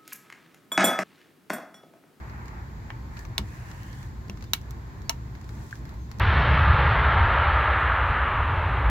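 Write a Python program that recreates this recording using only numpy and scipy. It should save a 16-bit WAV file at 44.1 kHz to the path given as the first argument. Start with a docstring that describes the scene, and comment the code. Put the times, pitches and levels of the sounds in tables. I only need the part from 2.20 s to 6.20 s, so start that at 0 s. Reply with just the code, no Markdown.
"""Wood fibres tick and snap as fingers pry at the splintered edge of a door in an outdoor doorway.
Each fracture is an impulse that excites damped modes of the wood; the doorway adds a short echo.
The door thuds twice on its latch, its edge gives one hollow tock, and skin rubs softly over the paint.
Behind lies a low outdoor rumble of distant traffic, with brief bumps from wind or handling and the
door's thump. A thin whine and three faint, birdlike whistles come from far away."""
import sys
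import numpy as np
from scipy import signal
from scipy.fft import rfft, irfft, next_fast_len
from scipy.io import wavfile
from scipy.ndimage import uniform_filter1d

SR = 44100
rng = np.random.default_rng(int(sys.argv[2]) if len(sys.argv) > 2 else 0)


def pcm_store(signal):
    """Save signal as 16-bit PCM."""
    levels = np.round(np.clip(np.atleast_2d(signal), -1, 1) * 32767)
    wavfile.write(sys.argv[1], SR, levels.astype(np.int16).T)


N = 176400

# Splinters snapping off; levels in all tables are relative. Columns: start_s, level_db,
# five band gains (body_db, knock_db, bite_db, crack_db, fizz_db),
# the splinter's two modes (lower_hz, lower_db, upper_hz, upper_db)
SNAPS = [(0.7039, -10.5, -11, 4.5, 1, -21, -34, 1780, -4, 3150, -15.5),
         (1.1806, 2.5, -17, 0, 4.5, 0, -9.5, 3620, -4.5, 4050, -7),
         (2.0976, -17.5, 10, 2, 4, -4, -10, 2730, 2.5, 5700, -3),
         (2.3344, 7, -33, -7, 4.5, -1.5, -4, 3760, -1.5, 5920, -10),
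         (2.8948, 1.5, -12, 7.5, 7.5, 0, -3, 4300, -7, 5680, -0.5),
         (3.9977, -12, 3, 4, -4, -2, -6, 3780, -5, 4270, -8)]
# Bands of a snap (body, knock twice, 0 dB reference, bite, crack, fizz): frequency_hz
SNAP_BANDS_HZ = [400, 700, 1250, 1900, 3100, 5500, 13000]
# Modes of the door edge: pitch_hz, level_db, t60_s
EDGE_MODES = [(662, -15.5, 0.042), (926, -12.5, 0.038), (1108, -14.5, 0.018), (1314, -16.5, 0.064),
              (1810, -20, 0.075), (2262, -14, 0.032), (2902, -16, 0.015), (3390, -20, 0.014),
              (4440, -21, 0.0093), (5410, -12, 0.012), (6020, -12.5, .008), (6820, -27, .01),
              (11000, -12.5, 0.0095), (13800, -22, 0.0035)]
EDGE_DB, FRACTURE_DB, CRUMBLE_DB, SPLINTER_ECHO_DB = -2.5, -20.5, -1, -12
CRUMBLE_T60_S, SPLINTER_T60_S, HIT_S = 0.012, 0.011, 0.3
# Fibres failing under strain: time_s, level_db, treble_db
TICKS = [(0.096, -45, -7), (.2563, -46.5, 2), (0.2807, -42, -1.5), (0.968, -35, -11.5), (.9911, -44.5, 9),
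         (1.05, -40, -2), (1.513, -39.5, -2), (1.6314, -49.5, 9.5), (1.7283, -42, -7), (1.8284, -44.5, 1.5),
         (2.0817, -50, 0), (2.172, -44, -4), (2.2076, -45, -2), (2.2234, -37.5, -3), (2.2398, -40, -0.5),
         (2.4137, -52, 12), (2.5077, -46, 13.5), (2.818, -46, -2), (3.1502, -42.5, -8), (3.2124, -47.5, 3),
         (3.242, -46.5, -2), (3.2904, -41, 1), (3.5084, -42.5, 0), (3.555, -49, 8), (3.6526, -44.5, 0),
         (3.6915, -45, 2.5), (3.74, -58, 14), (3.914, -38.5, 2), (3.9852, -48, 5)]
# Spectrum of a tick: frequency_hz, gain_db
TICK_SPECTRUM = [(300, 3), (1200, 14.5), (2200, 12.5), (3100, 3), (4500, 9.5), (6500, 6), (9000, -4),
                 (14000, -7)]
TICK_DB, TICK_BASE_T60_S, TICK_DELAY_S, TICK_STRETCH_PER_DB = 15, 0.012, 0.001, 0.11
# Impacts of the door on its latch: start_s, level_db
THUDS = [(1.192, -9), (2.0972, -12)]
# Modes of the whole door: pitch_hz, level_db, t60_s
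PANEL_MODES = [(122.3, 0.5, 0.45), (206, 2.5, 0.17), (260, -13.5, .1), (358, -6, 0.054)]
TOCK_S, TOCK_HZ, TOCK_DB, TOCK_RISE_S, TOCK_ECHO_DB = 3.527, 1634, -23.5, 0.0016, -5
# Strokes of skin on paint: start_s, end_s, level_db, resonance_db
RUBS = [(0.898, 1.1, -56.5, 17), (1.178, 1.937, -57.5, 13.5), (3.243, 3.656, -58, -1)]
# Spectrum of the friction: frequency_hz, gain_db
RUB_SPECTRUM = [(600, -17), (1800, 9), (3000, 0.5), (7000, 4.5), (9000, 3.5), (12000, -5), (16000, -5)]
RUB_FADE_S, RUB_RESONANCE_HZ, SCRAPE_WIDTH_HZ = 0.11, 1740, 720
# Rising resonance in the longest rub: time_s, pitch_hz, level_db
SCRAPE_GLIDE = [(1.199, 2250, -72), (1.3, 2454, -59), (1.62, 2824, -59.5), (1.85, 3350, -64)]

# Spectra of low outdoor rumble, tyre noise and hiss: frequency_hz, gain_db
RUMBLE_SPECTRUM = [(20, -26.5), (32, -20), (45, -5.5), (60, 3.5), (80, -5.5), (120, -1.5), (160, -12),
                   (205, -13), (260, -18.5), (330, -19.5), (500, -30.5), (900, -37.5), (3000, -65.5)]
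TYRE_SPECTRUM = [(200, -11), (560, -7), (900, 3), (1300, -4.5), (1850, -2.5), (2500, -11.5), (3300, -32),
                 (8000, -37.5)]
AIR_SPECTRUM = [(500, -11), (3000, 1), (4300, 2.5), (5600, -3), (7300, -0.5), (9000, -13), (12000, -9.5),
                (16000, -11.5)]
# Rumble of distant traffic, with bumps from wind or handling and the door's thump: time_s, level_db
RUMBLE_ENVELOPE = [(0.0, -34.5), (0.03, -37.5), (0.85, -36.5), (1.02, -39), (1.11, -33), (1.16, -40.5),
                   (1.21, -31), (1.27, -37.5), (2.54, -37), (2.56, -34.5), (2.65, -38.5), (2.78, -36),
                   (3.25, -37.5), (3.43, -34.5), (3.5, -41), (3.64, -35), (3.94, -39), (4.0, -33)]
# Receding tyre noise: time_s, level_db
TYRE_ENVELOPE = [(0.0, -48.5), (0.76, -51.5), (1.16, -50.5), (1.76, -54), (3.27, -55.5), (3.51, -55),
                 (3.98, -55)]
RUMBLE_DB, TYRE_DB, AIR_DB = 0.5, 1.5, -61
# Bands of a distant whine: pitch_hz, half_width_hz, level_db
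WHINES = [(917, 20, -71), (1052.4, 13.5, -63)]
# Far whistles: start_s, length_s, pitch_hz, rise_hz, level_db
WHISTLES = [(2.255, .045, 3520, 160, -61), (2.825, .085, 4450, 242, -62), (3.782, 0.094, 6350, -85, -64)]

# Spectrum of the doorway's reverberant tail: frequency_hz, gain_db
TAIL_SPECTRUM = [(150, -1), (900, 5), (3500, 0), (7000, -3), (12000, -5), (15000, -6)]
EARLY_DB, EARLY_T60_S, TAIL_DB, TAIL_T60_S, WALL_DELAY_S = -8, 0.045, -10, 0.13, 0.0022
# Side signal against mid in a diffuse field: frequency_hz, gain_db
SIDE_SPECTRUM = [(60, -22), (120, -16.5), (200, -10), (380, -7.5), (700, -3), (1300, 3.5), (2400, -2),
                 (5000, 0.5)]
# Treble response of the microphone: frequency_hz, gain_db
MIC_RESPONSE = [(7200, -1), (8300, -5), (9200, -8), (10200, -4), (11200, 0.5), (13500, 0.5), (16000, -1.5)]
RIGHT_LAG_S, RIGHT_DB, MAX_LAG_RAD = 0.00017, -0.3, 1.35
CEILING, CUTOFF_HZ = 1.1, 15900


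def snaps():
    """Brittle fracture: a pulse and crumbling noise sound with the modes of the edge and the splinter."""
    out = np.zeros((2, N))
    edge = undb(EDGE_DB) * modal_sum(EDGE_MODES)
    edge[0] += undb(FRACTURE_DB)
    for start, db, body, knock, bite, crack, fizz, lower_hz, lower_db, upper_hz, upper_db in SNAPS:
        fracture = ports(edge) + undb(CRUMBLE_DB) * burst(CRUMBLE_T60_S)
        fracture = colour(fracture, list(zip(SNAP_BANDS_HZ, [body, knock, knock, 0, bite, crack, fizz])))
        splinter = modal_sum([(lower_hz, lower_db, SPLINTER_T60_S), (upper_hz, upper_db, SPLINTER_T60_S)])
        add(out, start, undb(db) * (doorway(fracture) + doorway(ports(splinter), SPLINTER_ECHO_DB)))
    return out


def ticks():
    """Acoustic emission: each failing fibre releases a burst of noise; duller ones last longer."""
    out = np.zeros((2, N))
    for time, db, treble_db in TICKS:
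        t60 = TICK_BASE_T60_S * np.exp(-TICK_STRETCH_PER_DB * treble_db)
        click = colour(burst(t60), TICK_SPECTRUM)
        click = colour(click, [(2500, 0.011), (11000, treble_db)])
        add(out, time + TICK_DELAY_S, undb(db + TICK_DB) * doorway(click))
    return out


def thuds():
    """Free vibration: the door springs back on its latch and booms in its low modes."""
    out = np.zeros((2, N))
    panel = ports(modal_sum(PANEL_MODES))
    for start, db in THUDS:
        add(out, start, undb(db) * panel)
    return out


def tock():
    """Resonance: a soft contact in the edge swells one mode; the hand screens it, weakening the echo."""
    out = np.zeros((2, N))
    t = np.arange(int(HIT_S * SR)) / SR
    swell = (t / TOCK_RISE_S * np.exp(1 - t / TOCK_RISE_S)) ** 2
    tone = swell * np.sin(2 * np.pi * TOCK_HZ * t)
    add(out, TOCK_S, undb(TOCK_DB) * doorway(ports(tone), TOCK_ECHO_DB))
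    return out


def rubbing(t):
    """Sliding friction: skin on paint makes an uneven hiss, shaped by one resonance."""
    flicker_db = 0.71 * wander(36) + 1.9 * wander(400)
    hiss = undb(flicker_db) * diffuse(RUB_SPECTRUM)
    out = np.zeros((2, N))
    for start, end, db, resonance_db in RUBS:
        envelope = np.clip(np.minimum(t - start, end - t) / RUB_FADE_S, 0, 1)
        out += undb(db) * envelope * colour(hiss, [(1200, 0), (RUB_RESONANCE_HZ, resonance_db), (2400, 0)])
    return out


def scrape(t):
    """Narrow-band friction noise: a randomly modulated carrier climbs as the hand slides."""
    times, hz, db = np.array(SCRAPE_GLIDE).T
    grain = np.array([wander(SCRAPE_WIDTH_HZ) + 1j * wander(SCRAPE_WIDTH_HZ) for _ in range(2)])
    phase = 2 * np.pi * np.cumsum(np.interp(t, times, hz)) / SR
    envelope = np.interp(t, times, undb(db), left=0, right=0)
    return envelope * np.real(grain * np.exp(1j * phase))


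def outdoors(t):
    """Incoherent superposition: low rumble with brief bumps, receding tyre noise, a whine and hiss."""
    rumble_db = RUMBLE_DB + np.interp(t, *np.array(RUMBLE_ENVELOPE).T)
    rumble = undb(rumble_db) * diffuse(RUMBLE_SPECTRUM)
    tyre_db = TYRE_DB + np.interp(t, *np.array(TYRE_ENVELOPE).T) + 1.8 * wander(9)
    tyres = undb(tyre_db) * diffuse(TYRE_SPECTRUM)
    whine = np.zeros((2, N))
    for hz, width, db in WHINES:
        band = [(hz - 8 * width, -60), (hz - width, -12), (hz, 0), (hz + width, -12), (hz + 8 * width, -60)]
        whine += undb(db) * diffuse(band)
    return rumble + tyres + whine + undb(AIR_DB) * diffuse(AIR_SPECTRUM)


def whistles():
    """Frequency modulation: short, far tones glide and waver like a bird's call."""
    out = np.zeros((2, N))
    for start, length, hz, rise_hz, db in WHISTLES:
        progress = np.linspace(0, 1, int(length * SR))
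        pitch_hz = hz + rise_hz * progress + 40 * wander(280)[:len(progress)]
        note = np.sin(np.pi * progress) * np.sin(2 * np.pi * np.cumsum(pitch_hz) / SR)
        add(out, start, undb(db) * ports(note))
    return out


def doorway(x, echo_db=0):
    """Reverberation: convolution adds early reflections and a short tail to the direct sound."""
    early = undb(EARLY_DB) * burst(EARLY_T60_S)
    tail = undb(TAIL_DB) * colour(burst(TAIL_T60_S), TAIL_SPECTRUM)
    response = np.pad(early + tail, ((0, 0), (int(WALL_DELAY_S * SR), 0)))
    return x + undb(echo_db) * signal.fftconvolve(x, response, axes=1)[:, :x.shape[1]]


def ports(x):
    """Path difference: the right microphone port lags; the phase shift levels off in the treble."""
    n = 2 * len(x)
    hz = np.arange(len(x) + 1) * SR / n
    lag_rad = np.minimum(2 * np.pi * hz * RIGHT_LAG_S, MAX_LAG_RAD)
    right = irfft(rfft(x, n) * np.exp(-1j * lag_rad))[:len(x)]
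    return np.array([x, undb(RIGHT_DB) * right])


def diffuse(spectrum):
    """Diffuse field: stereo noise of unit rms, coherent between the channels at long wavelengths."""
    mid, side = rng.standard_normal((2, N))
    side = colour(side, SIDE_SPECTRUM)
    noise = colour(np.array([mid + side, mid - side]), spectrum)
    return noise / noise.std()


def modal_sum(modes):
    """Modal superposition: one damped sinusoid for each (pitch_hz, level_db, t60_s)."""
    t = np.arange(int(HIT_S * SR)) / SR
    return sum(undb(db) * unit_energy(decay(t60) * np.sin(2 * np.pi * hz * t)) for hz, db, t60 in modes)


def burst(t60):
    """Damped noise, uncorrelated between the channels."""
    envelope = decay(t60)
    return unit_energy(rng.standard_normal((2, len(envelope))) * envelope)


def decay(t60):
    """Exponential damping: a fall of 60 dB every t60 seconds."""
    return np.exp(-np.log(1000) * np.arange(int(HIT_S * SR)) / SR / t60)


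def wander(rate_hz):
    """Random modulation: linear ramps between Gaussian values."""
    step = int(SR / rate_hz)
    return uniform_filter1d(np.repeat(rng.standard_normal(N // step + 1), step), step)[:N]


def colour(x, spectrum):
    """Minimum-phase filter through (frequency_hz, gain_db) points."""
    n = 2 * next_fast_len(x.shape[-1])
    hz, db = np.array(spectrum, float).T
    bin_hz = np.arange(n // 2 + 1) * SR / n
    gain = undb(np.interp(np.log(bin_hz + 1), np.log(hz), db))
    cepstrum = irfft(np.log(gain))
    cepstrum[1:n // 2] *= 2  # folding onto positive time makes the filter causal
    cepstrum[n // 2 + 1:] = 0
    return irfft(rfft(x, n) * np.exp(rfft(cepstrum)))[..., :x.shape[-1]]


def unit_energy(x):
    """Normalise the energy of each channel."""
    return x / np.sqrt(np.sum(x ** 2, axis=-1, keepdims=True))


def undb(db):
    """Decibels to amplitude ratio."""
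    return 10 ** (np.asarray(db) / 20)


def add(out, start_s, x):
    """Superpose x on out from start_s."""
    i = min(int(start_s * SR), N - 1)
    out[:, i:i + x.shape[1]] += x[:, :N - i]


def scene():
    """Linear superposition of the near door and the outdoor background."""
    t = np.arange(N) / SR
    return snaps() + thuds() + ticks() + tock() + rubbing(t) + scrape(t) + outdoors(t) + whistles()


def record(dry):
    """Transduction: the microphone dips in the treble, saturation rounds peaks, a low-pass cuts the top."""
    saturated = CEILING * np.tanh(colour(dry, MIC_RESPONSE) / CEILING)
    low_pass = signal.ellip(10, 0.2, 80, CUTOFF_HZ, fs=SR, output="sos")
    return signal.sosfilt(low_pass, saturated)


dry = scene()
out = record(dry)
pcm_store(out)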